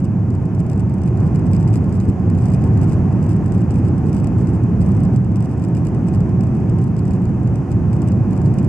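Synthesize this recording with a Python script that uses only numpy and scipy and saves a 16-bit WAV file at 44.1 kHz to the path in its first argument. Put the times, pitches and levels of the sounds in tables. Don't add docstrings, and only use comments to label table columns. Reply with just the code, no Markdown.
import sys
import numpy as np
from scipy import signal
from scipy.fft import rfft, irfft
from scipy.io import wavfile

SR = 44100
rng = np.random.default_rng(int(sys.argv[2]) if len(sys.argv) > 2 else 0)


def put_to_file(sound):
    columns = np.atleast_2d(sound).T
    safe = np.clip(columns, -1, 1)
    whole_steps = np.round(safe * 32767)
    wavfile.write(sys.argv[1], SR, whole_steps.astype(np.int16))


def undo_db(level):
    steps = np.asarray(level, float) / 20
    return 10 ** steps


N = 382788
HZ = np.fft.rfftfreq(N, 1 / SR)

# f/Hz, density/dB per Hz
RUMBLE_SPECTRUM = [(20, -38.5), (40, -24), (58, -10.5), (70, -10), (85, -3.5), (100, 0.5), (118, -0.5),
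                   (135, -3.5), (185, -2), (260, -15), (345, -17), (430, -29.5), (550, -48.5), (920, -120)]
ROAR_SPECTRUM = [(140, -26.5), (240, -2), (345, -5.5), (456, -13), (596, -18), (762, -21), (836, -22),
                 (897, -20.5), (962, -25.5), (1070, -27), (1210, -27), (2200, -39), (2530, -40),
                 (3900, -61.5), (5070, -91), (8580, -120)]
VENT_SPECTRUM = [(3000, -30), (3800, -11), (4300, -4), (4950, 1), (5400, -.5), (6600, 1.5), (7600, -1.5),
                 (9200, -5), (10100, -11), (12000, -15), (13500, -18), (14300, -18), (15200, -22),
                 (16000, -30)]
# f/Hz, width/Hz, lift/dB
WALL_MODES = [(757, 70, 6), (1050, 99, 6), (2080, 25, 0), (2320, 55, -1.5), (2500, 44, 2), (3035, 37, 7)]
# f/Hz, left minus right/dB
STEREO_LEAN = [(25, 1.5), (60, 0), (100, -1), (180, -2.5), (320, -2.1), (550, -1), (960, -.5), (1680, 0),
               (2920, -1.3), (5090, -.3), (8870, 0)]
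# f/Hz, likeness/0-1, left lead/rad
PORTS = [(25, .99, .3), (60, .985, .25), (125, .97, .15), (250, .94, .1), (500, .86, .15), (800, .8, .2),
         (1300, .72, .9), (2070, .72, -.2), (2600, .75, .3), (3700, .85, 0), (4500, .3, .5), (9000, .1, 0)]
# f/Hz, width/Hz, level/dB rms, left minus right/dB
FAN_TONES = [(911, 3.5, -54, 0), (1710, 8, -71, 0), (1822, 6, -73, 0), (2504, 18, -72, 0),
             (2537, 14, -73, 0)]
# t/s, f/Hz, level/dB rms
SHAFT_TONE = [(0, 638.5, -50.5), (.75, 646, -44), (1.25, 642, -51), (1.7, 641, -49), (2.2, 635.5, -59),
              (2.9, 638, -49.5), (3.7, 651.6, -55.5), (4.5, 650, -52), (5.6, 647, -53), (6.4, 648, -46),
              (6.9, 642, -54), (8, 646, -47), (8.68, 654, -50)]
# t/s, roar level/dB
LOUDNESS = [(0.0, -32), (1.04, -31), (1.21, -28.5), (1.91, -29), (2.0, -30.5), (2.84, -26.5), (3.3, -28.5),
            (4.27, -28.5), (4.77, -29), (5.14, -28.5), (5.16, -31.5), (6.0, -29.5), (6.8, -29), (6.82, -31),
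            (7.07, -30), (8.66, -28.5)]
# t/s, change/dB, length/s
BUFFETS = [(.2, -1, 0.028), (0.547, 0, 0.052), (0.744, -0.5, 0.013), (1.337, 0.5, 0.043),
           (1.53, 2.5, 0.032), (2.092, 10, 0.01), (2.146, -6, 0.025), (3.67, -4.5, 0.023),
           (4.554, 1.5, 0.25), (4.596, -12, 0.016), (5.055, 2, 0.38), (5.503, -3.5, 0.052),
           (5.682, -3.5, 0.037), (6.397, 1.5, 0.069), (7.66, -10.5, 0.032), (8.094, 0, 0.16),
           (8.473, 3, .04)]
# t/s, change/dB, length/s
KNOCKS = [
    (1.232, 2.5, 0.01),
    (3.098, -3.5, 0.005),
    (4.89, 2.5, 0.013),
    (6.26, 2, 0.0086),
]
# f/Hz, t60/s, left level/dB, right level/dB
PART_MODES = [(2070, 0.036, -25.5, -25), (2444, 0.04, -25.5, -23), (2596, 0.012, -17.5, -19),
              (2850, 0.038, -28, -23.5), (4350, 0.0032, -8, -10.5), (5130, 0.0028, -6, -7),
              (6240, .002, -7, -12), (6440, 0.0035, -13.5, -14.5), (7200, 0.002, 6, -5),
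              (7990, 0.0026, 2, -11.5), (8900, 0.0017, -12.5, -5.5), (10200, 0.0013, -10.5, -17),
              (11100, 0.002, -11.5, -19), (12100, 0.00092, -9, -19.5), (14000, .0015, -17, -16)]
# t of hardest blow/s, peak/dB, swings before, swings after
RUNS = [(0.6987, -27, 0, 4), (0.7962, -28, 4, 1), (1.0356, -31, 2, 6), (1.2035, -31, 0, 8),
        (1.5337, -24, 2, 3), (1.6003, -30, 0, 4), (1.7568, -24, 3, 2), (1.9256, -28, 0, 5),
        (2.0021, -27, 0, 6), (2.4567, -25, 9, 12), (2.6399, -29, 3, 4), (2.9224, -28, 5, 2),
        (3.2926, -27, 7, 4), (3.5217, -28, 0, 4), (3.6165, -33, 4, 0), (3.7076, -27, 0, 10),
        (3.8849, -30, 5, 0), (4.0948, -32, 4, 0), (4.1469, -27, 2, 6), (4.3837, -33, 0, 4),
        (4.4719, -30, 0, 10), (4.9183, -31, 7, 0), (5.0038, -32, 6, 0), (5.1612, -28, 4, 1),
        (5.4056, -28, 0, 6), (5.5134, -35, 2, 3), (5.6395, -29, 7, 1), (5.7693, -28, 2, 3),
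        (6.8408, -32, 3, 4), (7.108, -30, 6, 6)]
BURSTS = [(0.0446, -30, 0, 1), (0.603, -27, 2, 0), (1.3583, -27, 1, 0), (1.4668, -31, 1, 1),
          (1.6768, -28, 0, 3), (2.0892, -28, 1, 1), (2.8152, -28, 0, 3), (3.4608, -28, 2, 0),
          (4.2437, -26, 1, 0), (4.2718, -27, 0, 0), (4.8156, -27, 1, 2), (5.0349, -28, 0, 2),
          (5.3587, -27, 0, 1), (5.8696, -26, 2, 2), (6.0851, -28, 2, 1), (6.1477, -28, 2, 1),
          (6.408, -27, 0, 0), (6.4357, -31, 0, 4), (6.6965, -28, 0, 0), (6.9915, -29, 3, 0),
          (7.5571, -30, 2, 0), (7.7167, -26, 1, 1), (7.9305, -28, 0, 4), (8.0191, -27, 0, 1),
          (8.086, -26, 1, 0), (8.3319, -31, 3, 0), (8.3763, -31, 2, 0), (8.4597, -26, 1, 2),
          (8.5861, -25, 0, 1), (8.6468, -28, 2, 0)]
# t/s, peak/dB
LONE_BLOWS = [(.0027, -34), (.3049, -33), (.3518, -35), (.4552, -35), (.5488, -33), (.6654, -34),
              (.8969, -35), (.9396, -34), (.9832, -37), (1.1734, -33), (1.3947, -34), (1.8419, -33),
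              (1.8952, -35), (2.3001, -30), (2.3502, -33), (2.7752, -31), (3.1253, -35), (3.3644, -32),
              (3.9804, -32), (4.6366, -32), (5.2462, -35), (5.9477, -33), (6.2058, -31), (6.5509, -35),
              (6.7866, -31), (7.255, -32), (7.4745, -32), (8.12, -30), (8.417, -32), (8.5398, -31)]
HARD_BLOWS = [(1.5487, -29), (1.5646, -27), (1.7305, -30), (1.7396, -25), (1.7478, -29), (1.7647, -29),
              (2.0988, -31), (2.4654, -31), (2.4844, -30), (2.5026, -31), (2.5366, -26), (2.5453, -26),
              (2.8331, -28), (2.8418, -30), (2.8961, -30), (2.9316, -28), (3.2277, -30), (3.2633, -31),
              (3.3199, -31), (3.7581, -30), (3.8491, -30), (4.1298, -27), (4.1665, -28), (4.2004, -30),
              (5.4248, -30), (5.6486, -30), (5.7499, -29), (5.8508, -29), (6.139, -30), (8.0761, -27)]

RUMBLE_DB, ROAR_DB = 14.5, 2
VENT_DB, VENT_FOLLOW = -62, 1
SHAFT_DRIFT_HZ, SHAFT_FADE_DB, WANDER_HZ = 1.2, 1.2, 1.6
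PANEL_HZ, PANEL_LEAD_S, PANEL_SPAN_S = 112, .0002, .011
PANEL_DB, PANEL_SLOPE = -22.5, 0.48
HIT_SHARE, SWING_JITTER = .72, .09
LIGHT_DB = (-41, -31)
STRAYS, STRAY_DB = 26, (-42, -36)
TICK_DB, CONTACT_S, RIGHT_LAG_S = -7.5, .00005, .00005
REBOUND_S, REBOUND_DB, REBOUND_DULL_HZ = .000385, 1.0, 8500
VARY_DB, VARY_HZ_SHARE, VARY_REBOUND_S = 1.4, .01, .000015
HARD_TILT = .12
SCATTER_DB, SCATTER_T60_S, SCATTER_LAG_S = (-21.5, -15), .02, 0.00054
FRESH_SHARE = 1.0
MIC_TOP_HZ = 14200


def on_hz(table):
    f, v = np.transpose(table)
    return np.interp(np.log(HZ + 1), np.log(f + 1), v)


def curve(table):
    s, *columns = np.transpose(table)
    return [np.interp(np.arange(N) / SR, s, c) for c in columns]


def bumps(table):
    t = np.arange(N) / SR
    return sum(db * np.exp(-((t - s) / length) ** 2) for s, db, length in table)


def walk(rate_hz):
    slow = irfft(rfft(rng.standard_normal(N)) * np.exp(-(HZ / rate_hz) ** 2), N)
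    return (slow - slow.mean()) / slow.std()


def level(x, db):
    return x * undo_db(db) / np.sqrt(np.mean(x ** 2))


def field(gain):
    hz, like, lead_rad = np.transpose(PORTS)
    like = np.clip(on_hz(np.c_[hz, like]), 0, 1)
    mid, side = rfft(rng.standard_normal((2, N)))
    pair = np.sqrt(1 + like) * mid + np.sqrt(1 - like) * side * np.array([[1], [-1]])
    lean = undo_db(on_hz(STEREO_LEAN) / 2) * np.exp(.5j * on_hz(np.c_[hz, lead_rad]))
    return level(irfft(gain * pair * np.array([lean, 1 / lean]), N), 0)


def vents(ride_db):
    return field(undo_db(on_hz(VENT_SPECTRUM))) * undo_db(VENT_DB + VENT_FOLLOW * ride_db)


def rumble(loud_db):
    return field(undo_db(on_hz(RUMBLE_SPECTRUM))) * undo_db(loud_db + RUMBLE_DB + bumps(BUFFETS))


def roar(loud_db):
    lift_db = sum(db / (1 + (2 * (HZ - hz) / width) ** 2) for hz, width, db in WALL_MODES)
    noise = field(undo_db(on_hz(ROAR_SPECTRUM) + lift_db))
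    return noise * undo_db(loud_db + ROAR_DB + bumps(KNOCKS))


def fan_tones():
    out = 0
    for hz, width, db, pan_db in FAN_TONES:
        line = irfft(rfft(rng.standard_normal(N)) * np.exp(-((HZ - hz) / width) ** 2), N)
        out = out + level(line, db) * undo_db(np.array([[pan_db], [-pan_db]]) / 2)
    return out


def shaft():
    hz, db = curve(SHAFT_TONE)
    hz = hz + SHAFT_DRIFT_HZ * walk(WANDER_HZ)
    db = db + SHAFT_FADE_DB * walk(WANDER_HZ)
    return np.sqrt(2) * undo_db(db) * np.sin(2 * np.pi * np.cumsum(hz) / SR)


def strikes():
    hits = list(LONE_BLOWS) + list(HARD_BLOWS)
    hard_s = np.array(HARD_BLOWS)[:, 0]
    for s, peak_db, before, after in list(RUNS) + list(BURSTS):
        hits.append((s, peak_db))
        for way, swings in ((-1, int(before)), (0.99, int(after))):
            at = s + way * np.cumsum(1 + SWING_JITTER * rng.standard_normal(swings)) / PANEL_HZ
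            lands, weak = rng.random((swings, 2)).T
            free = np.abs(at[:, None] - hard_s).min(1) > .5 / PANEL_HZ
            struck = free & ((lands < HIT_SHARE) | (np.arange(swings) == swings - 1))
            top_db = min(peak_db, LIGHT_DB[1])
            light_db = LIGHT_DB[0] + weak[struck] * (top_db - LIGHT_DB[0])
            hits += list(zip(at[struck], light_db))
    when, size = rng.random((STRAYS, 2)).T
    stray_db = STRAY_DB[0] + size * (STRAY_DB[1] - STRAY_DB[0])
    hits += list(zip(when * (N - 2) / SR, stray_db))
    return np.array(hits)


def blows(hits, size):
    at = hits[:, 0] * SR
    whole = at.astype(int)
    early = np.bincount(whole, size * (1 - at + whole), N)
    late = np.bincount(whole + 1, size * (at - whole), N)
    return rfft((early + late)[:N])


def panel(hits):
    t = (np.arange(N) + N // 2) % N - N // 2
    t = t / SR + PANEL_LEAD_S
    swing = -np.cos(2 * np.pi * PANEL_HZ * t) * np.exp(-((t + PANEL_SPAN_S / 2) / PANEL_SPAN_S) ** 2)
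    peak_db = hits[:, 1]
    size = undo_db(PANEL_DB + PANEL_SLOPE * (peak_db - peak_db.mean()))
    return irfft(rfft(swing) * blows(hits, size), N)


def rattle(hits):
    size = 2048
    t, f = np.arange(size // 2) / SR, np.fft.rfftfreq(size, 1 / SR)
    at, peak_db = hits.T
    hz, t60, *ear_db = np.transpose(PART_MODES)
    luck = rng.standard_normal((len(at), 2 * len(hz) + 1))

    tilt_db = HARD_TILT * np.outer(peak_db - peak_db.mean(), np.maximum(hz / 1000 - 7.5, 0))
    mode_db = VARY_DB * luck[:, :len(hz)] + tilt_db
    mode_hz = hz * (1 + VARY_HZ_SHARE * luck[:, len(hz):-1])
    modes = np.sin(2 * np.pi * mode_hz[..., None] * t) * np.exp(-np.log(1000) * t / t60[:, None])
    modes = modes * (1 - np.exp(-t / CONTACT_S))
    ring = rfft(np.einsum("cm,em,emt->ect", undo_db(np.array(ear_db)), undo_db(mode_db), modes), size)

    rebound_s = REBOUND_S + VARY_REBOUND_S * luck[:, -1, None, None]
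    rebound_gain = undo_db(REBOUND_DB) / (1 + (f / REBOUND_DULL_HZ) ** 4)
    ring = ring * (1 + rebound_gain * np.exp(-2j * np.pi * f * rebound_s))

    paths = rng.standard_normal((2, len(t))) + FRESH_SHARE * rng.standard_normal((len(at), 2, len(t)))
    echoes = paths * np.exp(-np.log(1000) * t / SCATTER_T60_S) * (t > SCATTER_LAG_S)
    scatter_gain = undo_db(np.array(SCATTER_DB))[:, None] / 2
    scattered = ring.mean(1, keepdims=True) * rfft(echoes, size) * scatter_gain
    direct = ring * np.exp(-2j * np.pi * f * np.array([[0], [RIGHT_LAG_S]]))
    ticks = irfft(direct + scattered, size)

    onset_rms = np.sqrt((ticks[:, :1, :44] ** 2).mean(2, keepdims=True))  # left, first 1 ms
    ticks = ticks / onset_rms * undo_db(peak_db + TICK_DB)[:, None, None]
    out = np.zeros((2, N + size))
    for start, tick in zip((at * SR).astype(int), ticks):
        out[:, start:start + size] += tick
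    return out[:, :N]


def scene():
    loud_db, = curve(LOUDNESS)
    ride_db = loud_db - loud_db.mean()
    engines = rumble(loud_db) + roar(loud_db)
    whine = fan_tones() * undo_db(ride_db) + shaft()
    hits = strikes()
    return vents(ride_db) + engines + whine + panel(hits) + rattle(hits)


def low_pass(x):
    return signal.sosfilt(signal.butter(12, 15800, fs=SR, output="sos"), x)


def record(dry):
    heard = signal.sosfilt(signal.butter(12, MIC_TOP_HZ, fs=SR, output="sos"), dry)
    rounded = np.tanh(1.242 * heard) / 1.212
    return low_pass(rounded)


dry = scene()
out = record(dry)
put_to_file(out)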